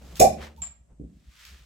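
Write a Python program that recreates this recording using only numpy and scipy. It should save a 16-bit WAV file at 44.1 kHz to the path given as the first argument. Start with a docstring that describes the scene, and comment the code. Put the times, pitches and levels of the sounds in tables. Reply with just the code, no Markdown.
"""Small room, stereo microphone close by, its right port nearer: a glass cup is pulled off skin.
Noise hisses at the rim, then a sine climbs as the cavity opens; shaken glass and freed skin ring as decaying modes.
Tongs tick the glass, narrow noise puffs as flame in the cup, and damped modes thud as it lands on the back.
Sticky clicks and rustles of hand and cloth are noise swells, over a wavering low rumble and faint hiss."""
import sys
import numpy as np
from scipy import signal
from scipy.fft import rfft, irfft
from scipy.io import wavfile
from scipy.ndimage import uniform_filter1d

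SR = 44100
rng = np.random.default_rng(int(sys.argv[2]) if len(sys.argv) > 2 else 0)


def volts(x):
    """Linear amplitude factor 10**(x/20) for a level x in dB, scalar or array-like."""
    e = np.asarray(x, float) / 20
    return 10 ** e


def dump_mix(stems):
    """Bounce the given channels to the path in sys.argv[1] as a 16-bit WAV at rate SR."""
    frames = np.atleast_2d(stems).T  # one column per channel
    limited = np.clip(frames, -1, 1)  # hard clip at full scale
    pcm = np.round(limited * 32767).astype(np.int16)
    wavfile.write(sys.argv[1], SR, pcm)


N = 72765
T = np.arange(N) / SR
F = np.maximum(np.fft.rfftfreq(N, 1 / SR), 1)

# Course of the low rumble: [t/s, level/dB]
RUMBLE_COURSE = [(0, -51.5), (.15, -46.5), (.3, -39.5), (0.441, -49.5), (0.498, -65), (.62, -45.5),
                 (.7, -52.5), (.77, -68), (0.809, -51.5), (.865, -69), (0.924, -46.5), (.965, -55.5),
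                 (1.038, -42.5), (1.13, -62), (1.18, -51.5), (1.242, -73.5), (1.289, -49.5), (1.347, -71.5),
                 (1.531, -45.5), (1.575, -56), (1.619, -49), (1.65, -62)]
# Spectrum of the faint background hiss: [f/Hz, relative level per Hz/dB]
FLOOR_SPECTRUM = [(59, -25), (100, -4.5), (415, -24), (583, -17), (1390, -34.5), (2630, -36), (4470, -40.5),
                  (8110, -28.5), (16000, -58.5)]
# Rustles of hand and cloth: [peak t/s, rise/s, fall/s, level/dB, low edge f/Hz, top f/Hz]
RUSTLE_EVENTS = [(.05, 0.046, 0.09, -57.5, 118, 500), (0.122, 0.093, 0.18, -59.5, 650, 6050),
                 (.175, 0.012, 0.027, -46.5, 1180, 9000), (0.441, 0.031, 0.034, -44.5, 350, 2500),
                 (0.588, .015, 0.021, -70.5, 3100, 9000), (.92, 0.021, 0.034, -69, 297, 450),
                 (1.302, 0.15, 0.073, -74, 1200, 5000), (1.471, 0.091, 0.13, -54, 1190, 4250),
                 (1.55, 0.046, 0.075, -70, 252, 490), (0.142, 0.032, 0.047, -57.5, 301, 596.5)]
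# Short clicks, mostly small and sticky; the one at 0.1953 s is the sharp start of the breaking seal: [t/s,
# level/dB, low edge f/Hz]
CLICK_EVENTS = [(0.0538, -54, 2500), (.157, -39, 2500), (0.1953, -33.5, 400), (.398, -58, 2080),
                (0.5642, -58.5, 3030), (1.4521, -43, 2930)]
# Soft landings on the back: [t/s, level/dB, push/s]
THUD_EVENTS = [(0.9972, -28.5, 0.0023), (1.097, -52.5, 0.0036)]
# Modes of the flesh under a landing: [f/Hz, relative level/dB, t60/s]
FLESH_MODES = [(184, -1, .05), (254.6, 3.5, 0.028), (450, -11.5, 0.042)]
# Modes of the glass ticked by the tongs: [f/Hz, relative level/dB, t60/s]
TICK_MODES = [(6740, -22, 0.015), (7074, -27, 0.039), (7197, -18, 0.088), (7361, 2.5, 0.063),
              (7600, -9, 0.049)]
# Spectrum of air through the breaking seal: [f/Hz, relative level per Hz/dB]
SEAL_SPECTRUM = [(88, -41.5), (150, -9), (414, -22), (689, -18.5), (1120, -28.5), (1940, -33.5),
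                 (2450, -22), (3220, -41.5), (3420, -30), (7320, -23), (16000, -36.5)]
# Modes of the cup as it is shaken loose: [f/Hz, relative level/dB, t60/s]
CUP_MODES = [(1350, -14, .02), (2500, -6, 0.022), (3536, -5.5, 0.041), (5317, 3, 0.055), (5889, -5.5, .08),
             (6900, -2.5, 0.056), (7133, 0, 0.049), (7264, -2.5, .04), (9200, -5, .03), (11100, -12, .03),
             (11700, -17.5, 0.026)]
# Modes of the freed skin springing back: [f/Hz, relative level/dB, t60/s]
SKIN_MODES = [(70, -5, 0.094), (130, 1, 0.033), (200, 2.5, .04)]
# Early echoes off the room: [delay t/s, left level/dB, right level/dB]
EARLY_ECHOES = [(.009, -23.5, -13.5), (.0135, -23.5, 4), (.0235, -2, -8.5), (.042, -5, -15.5),
                (.05, -13.5, -6)]
# Diffuse tail of the room: [f/Hz, t60/s, relative level/dB, likeness of left and right/0-1]
TAIL_BANDS = [(69.74, 0.44, -4, 0.94), (205.1, 0.61, 0, 0.92), (356.7, 0.62, -6, 0.43),
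              (650, 0.27, 5.5, 0.1), (1500, 0.42, -1, 0), (5000, 0.27, 0.5, 0), (9000, 0.22, 3, .4),
              (15000, 0.12, -1, 0.2)]
# Low standing waves of the room: [f/Hz, level/dB, t60/s]
STANDING_WAVES = [(73.4, -55, 1), (151, -65.5, 0.58), (221.7, -53, 0.7)]


def level(x, db):
    """Scale to an rms level in dB."""
    return x * volts(db) / np.sqrt(np.mean(x ** 2))


def shaped_noise(gain, channels=1):
    """Noise of rms 1 whose spectrum follows a gain over frequency."""
    white = rfft(rng.standard_normal((channels, N)))
    return level(irfft(white * gain, N), 0)


def colour(table, channels=1):
    """Noise of rms 1 through spectrum points, joined on a log frequency axis."""
    hz, db = np.array(table, float).T
    return shaped_noise(volts(np.interp(np.log(F), np.log(hz), db)), channels)


def band(low_hz, top_hz, channels=1):
    """Noise of rms 1, steep under the low edge and gently duller over the top."""
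    loss = (1 + (low_hz / F) ** 8) * (1 + (F / top_hz) ** 3.43)
    return shaped_noise(1 / np.sqrt(loss), channels)


def peak(hz, width_hz):
    """Noise of rms 1 gathered around one frequency."""
    return shaped_noise(1 / (1 + ((F - hz) / width_hz) ** 2))[0]


def swell(at, rise, fall, hold=0.):
    """Bell-shaped rise to a peak, hold, exponential fall, all in seconds."""
    rising = np.exp(-.5 * ((T - at) / rise) ** 2)
    falling = np.exp(-np.maximum(T - at - hold, 0) / fall)
    return np.where(T < at, rising, falling)


def ring(at, modes, push):
    """Decaying sine modes set ringing by a push of some length in seconds."""
    t = np.maximum(T - at, 0)
    x = 0
    for hz, db, t60 in modes:
        x = x + volts(db) * np.sin(2 * np.pi * hz * t) * np.exp(-np.log(1000) * t / t60)
    return x * (1 - np.exp(-(t / push) ** 2))


def late(x, s):
    """Delay by s seconds as a phase slope over frequency."""
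    return irfft(rfft(x) * np.exp(-2j * np.pi * F * s), N)


def floor_hiss():
    """Faint steady noise, independent at the two ports."""
    return volts(-69.5) * colour(FLOOR_SPECTRUM, channels=2)


def rumble():
    """A phase-wandering sine with noise around it and a fading upper band, alike in both ears."""
    drone_hz, wander_rad = 61.5, 1.2
    upper_hz, upper_db, upper_fade_db_per_s = 159, -5, -7
    wavering = np.sin(2 * np.pi * drone_hz * T + wander_rad * peak(0, 3))
    low = level(wavering + 0.51 * peak(drone_hz, 12), 0)
    upper = volts(upper_db + upper_fade_db_per_s * T) * peak(upper_hz, 40)
    s, db = np.array(RUMBLE_COURSE).T
    return (low + upper) * volts(np.interp(T, s, db))


def rustles():
    """Hand and cloth: wide noise swells with a fine random grain in their level."""
    grain_db, wide = 1.2, .9  # rms flutter; share of unlike noise at each port
    out = 0
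    for s, rise, fall, db, low_hz, top_hz in RUSTLE_EVENTS:
        n = band(low_hz, top_hz, channels=3)
        flutter = level(uniform_filter1d(rng.standard_normal(N), size=200), 0)
        grain = volts(grain_db * flutter)
        out = out + volts(db) * swell(s, rise, fall) * grain * (n[0] + wide * n[1:])
    return out


def clicks():
    """Short clicks, sticky ones and the sharp start of the breaking seal: very short noise bursts."""
    return sum(volts(db) * band(hz, 9000)[0] * swell(s, .0004, .002) for s, db, hz in CLICK_EVENTS)


def puff():
    """A flame puffs in the cup: noise in a narrow band with a quick rise and slower fall."""
    hz, width_hz, puff_db = 910, 200, -60
    breath = colour([(hz - width_hz, -30), (hz, 0), (hz + width_hz, -30)])[0]
    return volts(puff_db) * breath * swell(.575, rise=0.0023, fall=0.038, hold=0.017)


def thuds():
    """The cup lands softly on the back: each push rings the damped flesh modes."""
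    return sum(volts(db) * ring(s, FLESH_MODES, push) for s, db, push in THUD_EVENTS)


def tick():
    """Tongs on glass: a noise crack and one strong high mode among weaker ones."""
    tick_s, ring_db, crack_db = .619, -25, -41
    crack = band(434, 4000)[0] * swell(tick_s, rise=.0003, fall=.008)
    return volts(ring_db) * ring(tick_s, TICK_MODES, push=0.00067) + volts(crack_db) * crack


def seal_hiss():
    """Air through the breaking seal: coloured noise, gated at its start."""
    opened = np.clip((T - .1945) / 0.002, 0, 1)
    return volts(-17) * colour(SEAL_SPECTRUM)[0] * swell(.2035, rise=.005, fall=.005) * opened


def oil_spit():
    """The oil film snaps: a bright, short burst of noise."""
    return volts(-18) * band(6300, 9500)[0] * swell(.2025, rise=0.003, fall=.005)


def cup_ring():
    """The cup shaken loose: a noise burst drives the glass modes by convolution."""
    shake = rng.standard_normal(N) * swell(.2035, rise=.0025, fall=.005)
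    response = ring(0, CUP_MODES, push=0.00027)
    return volts(-52) * irfft(rfft(shake) * rfft(response), N)


def cavity_pop():
    """The cavity note climbs as the gap widens, and the freed skin springs back under it."""
    pop_s, pop_db, rise_s, open_s = .2015, -7.5, .004, .007
    start_hz, end_hz = 130, 828.6
    skin_db = -19.5
    t = np.maximum(T - pop_s, 0)
    # cycles of a pitch that nears end_hz exponentially
    turns = end_hz * t - (end_hz - start_hz) * open_s * (1 - np.exp(-t / open_s))
    attack = 1 - np.exp(-t / rise_s)  # zero until the pop
    note = np.sin(2 * np.pi * turns) * attack * swell(pop_s, 1, fall=0.006, hold=0.014)
    return volts(pop_db) * note + volts(skin_db) * ring(pop_s, SKIN_MODES, push=.002)


def diffuse_tail():
    """Spectrum of a decaying noise tail that dies band by band, partly alike left and right."""
    hz, t60, db, alike = np.array(TAIL_BANDS, float).T
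    tail = 0
    for k in range(len(hz)):
        decay = np.exp(-np.log(1000) * T / t60[k]) * (1 - np.exp(-T / .012))
        n = rng.standard_normal((3, N)) * decay
        c = np.clip(alike[k], 0, 1)
        both = np.sqrt(c) * n[0] + np.sqrt(1 - c) * n[1:]
        # neighbouring bands crossfade in power on a log frequency axis
        share = np.interp(np.log(F), np.log(hz), np.arange(len(hz)) == k)
        tail = tail + rfft(both) * np.sqrt(share) * volts(db[k]) / np.sqrt(t60[k] * SR / 14)
    return tail


def room(x):
    """Direct sound, a few duller echoes, low standing waves and a diffuse tail."""
    echo_top_hz, tail_db = 2500, 1.5
    echoes = 0
    for s, left_db, right_db in EARLY_ECHOES:
        echoes = echoes + volts(np.array([[left_db], [right_db]])) * np.exp(-2j * np.pi * F * s)
    early = 1 + echoes / (1 + 1j * F / echo_top_hz)
    waves = rfft(ring(0, STANDING_WAVES, push=0.03))
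    return irfft(rfft(x) * (early + volts(tail_db) * diffuse_tail() + waves), N)


def pan(db):
    """Left and right gains that differ by db, positive to the left."""
    return volts(np.array([[db / 2], [-db / 2]]))


def ports(near):
    """The farther left port hears later; the bass reaches both ports alike."""
    left_lag_s, alike_under_hz = .0003, 168.1
    spectra = rfft(np.array([late(near[0], left_lag_s), near[1]]))
    middle = spectra.mean(axis=0)
    return irfft(middle + (spectra - middle) / (1 + (alike_under_hz / F) ** 4), N)


def scene():
    """Near events pass through the room to both ports, over rustles, rumble and hiss."""
    background = floor_hiss() + rumble() + rustles()
    pull = seal_hiss() + oil_spit() + cup_ring() + cavity_pop()
    near = room(clicks() + puff() + thuds() + pull) * pan(-0.5) + room(tick()) * pan(-4)
    return background + ports(near)


def band_limit(x):
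    """A steep low-pass at the top of the band."""
    return signal.sosfilt(signal.butter(12, 16300, fs=SR, output="sos"), x)


def record(dry):
    """The microphone has a narrow dip in the treble."""
    dip_hz, dip_width_hz, dip_db = 9580, 470, -7.5
    dip = volts(dip_db * np.exp(-.5 * ((F - dip_hz) / dip_width_hz) ** 2))
    mix = irfft(rfft(dry) * dip, N)
    return band_limit(mix)


dry = scene()
out = record(dry)
dump_mix(out)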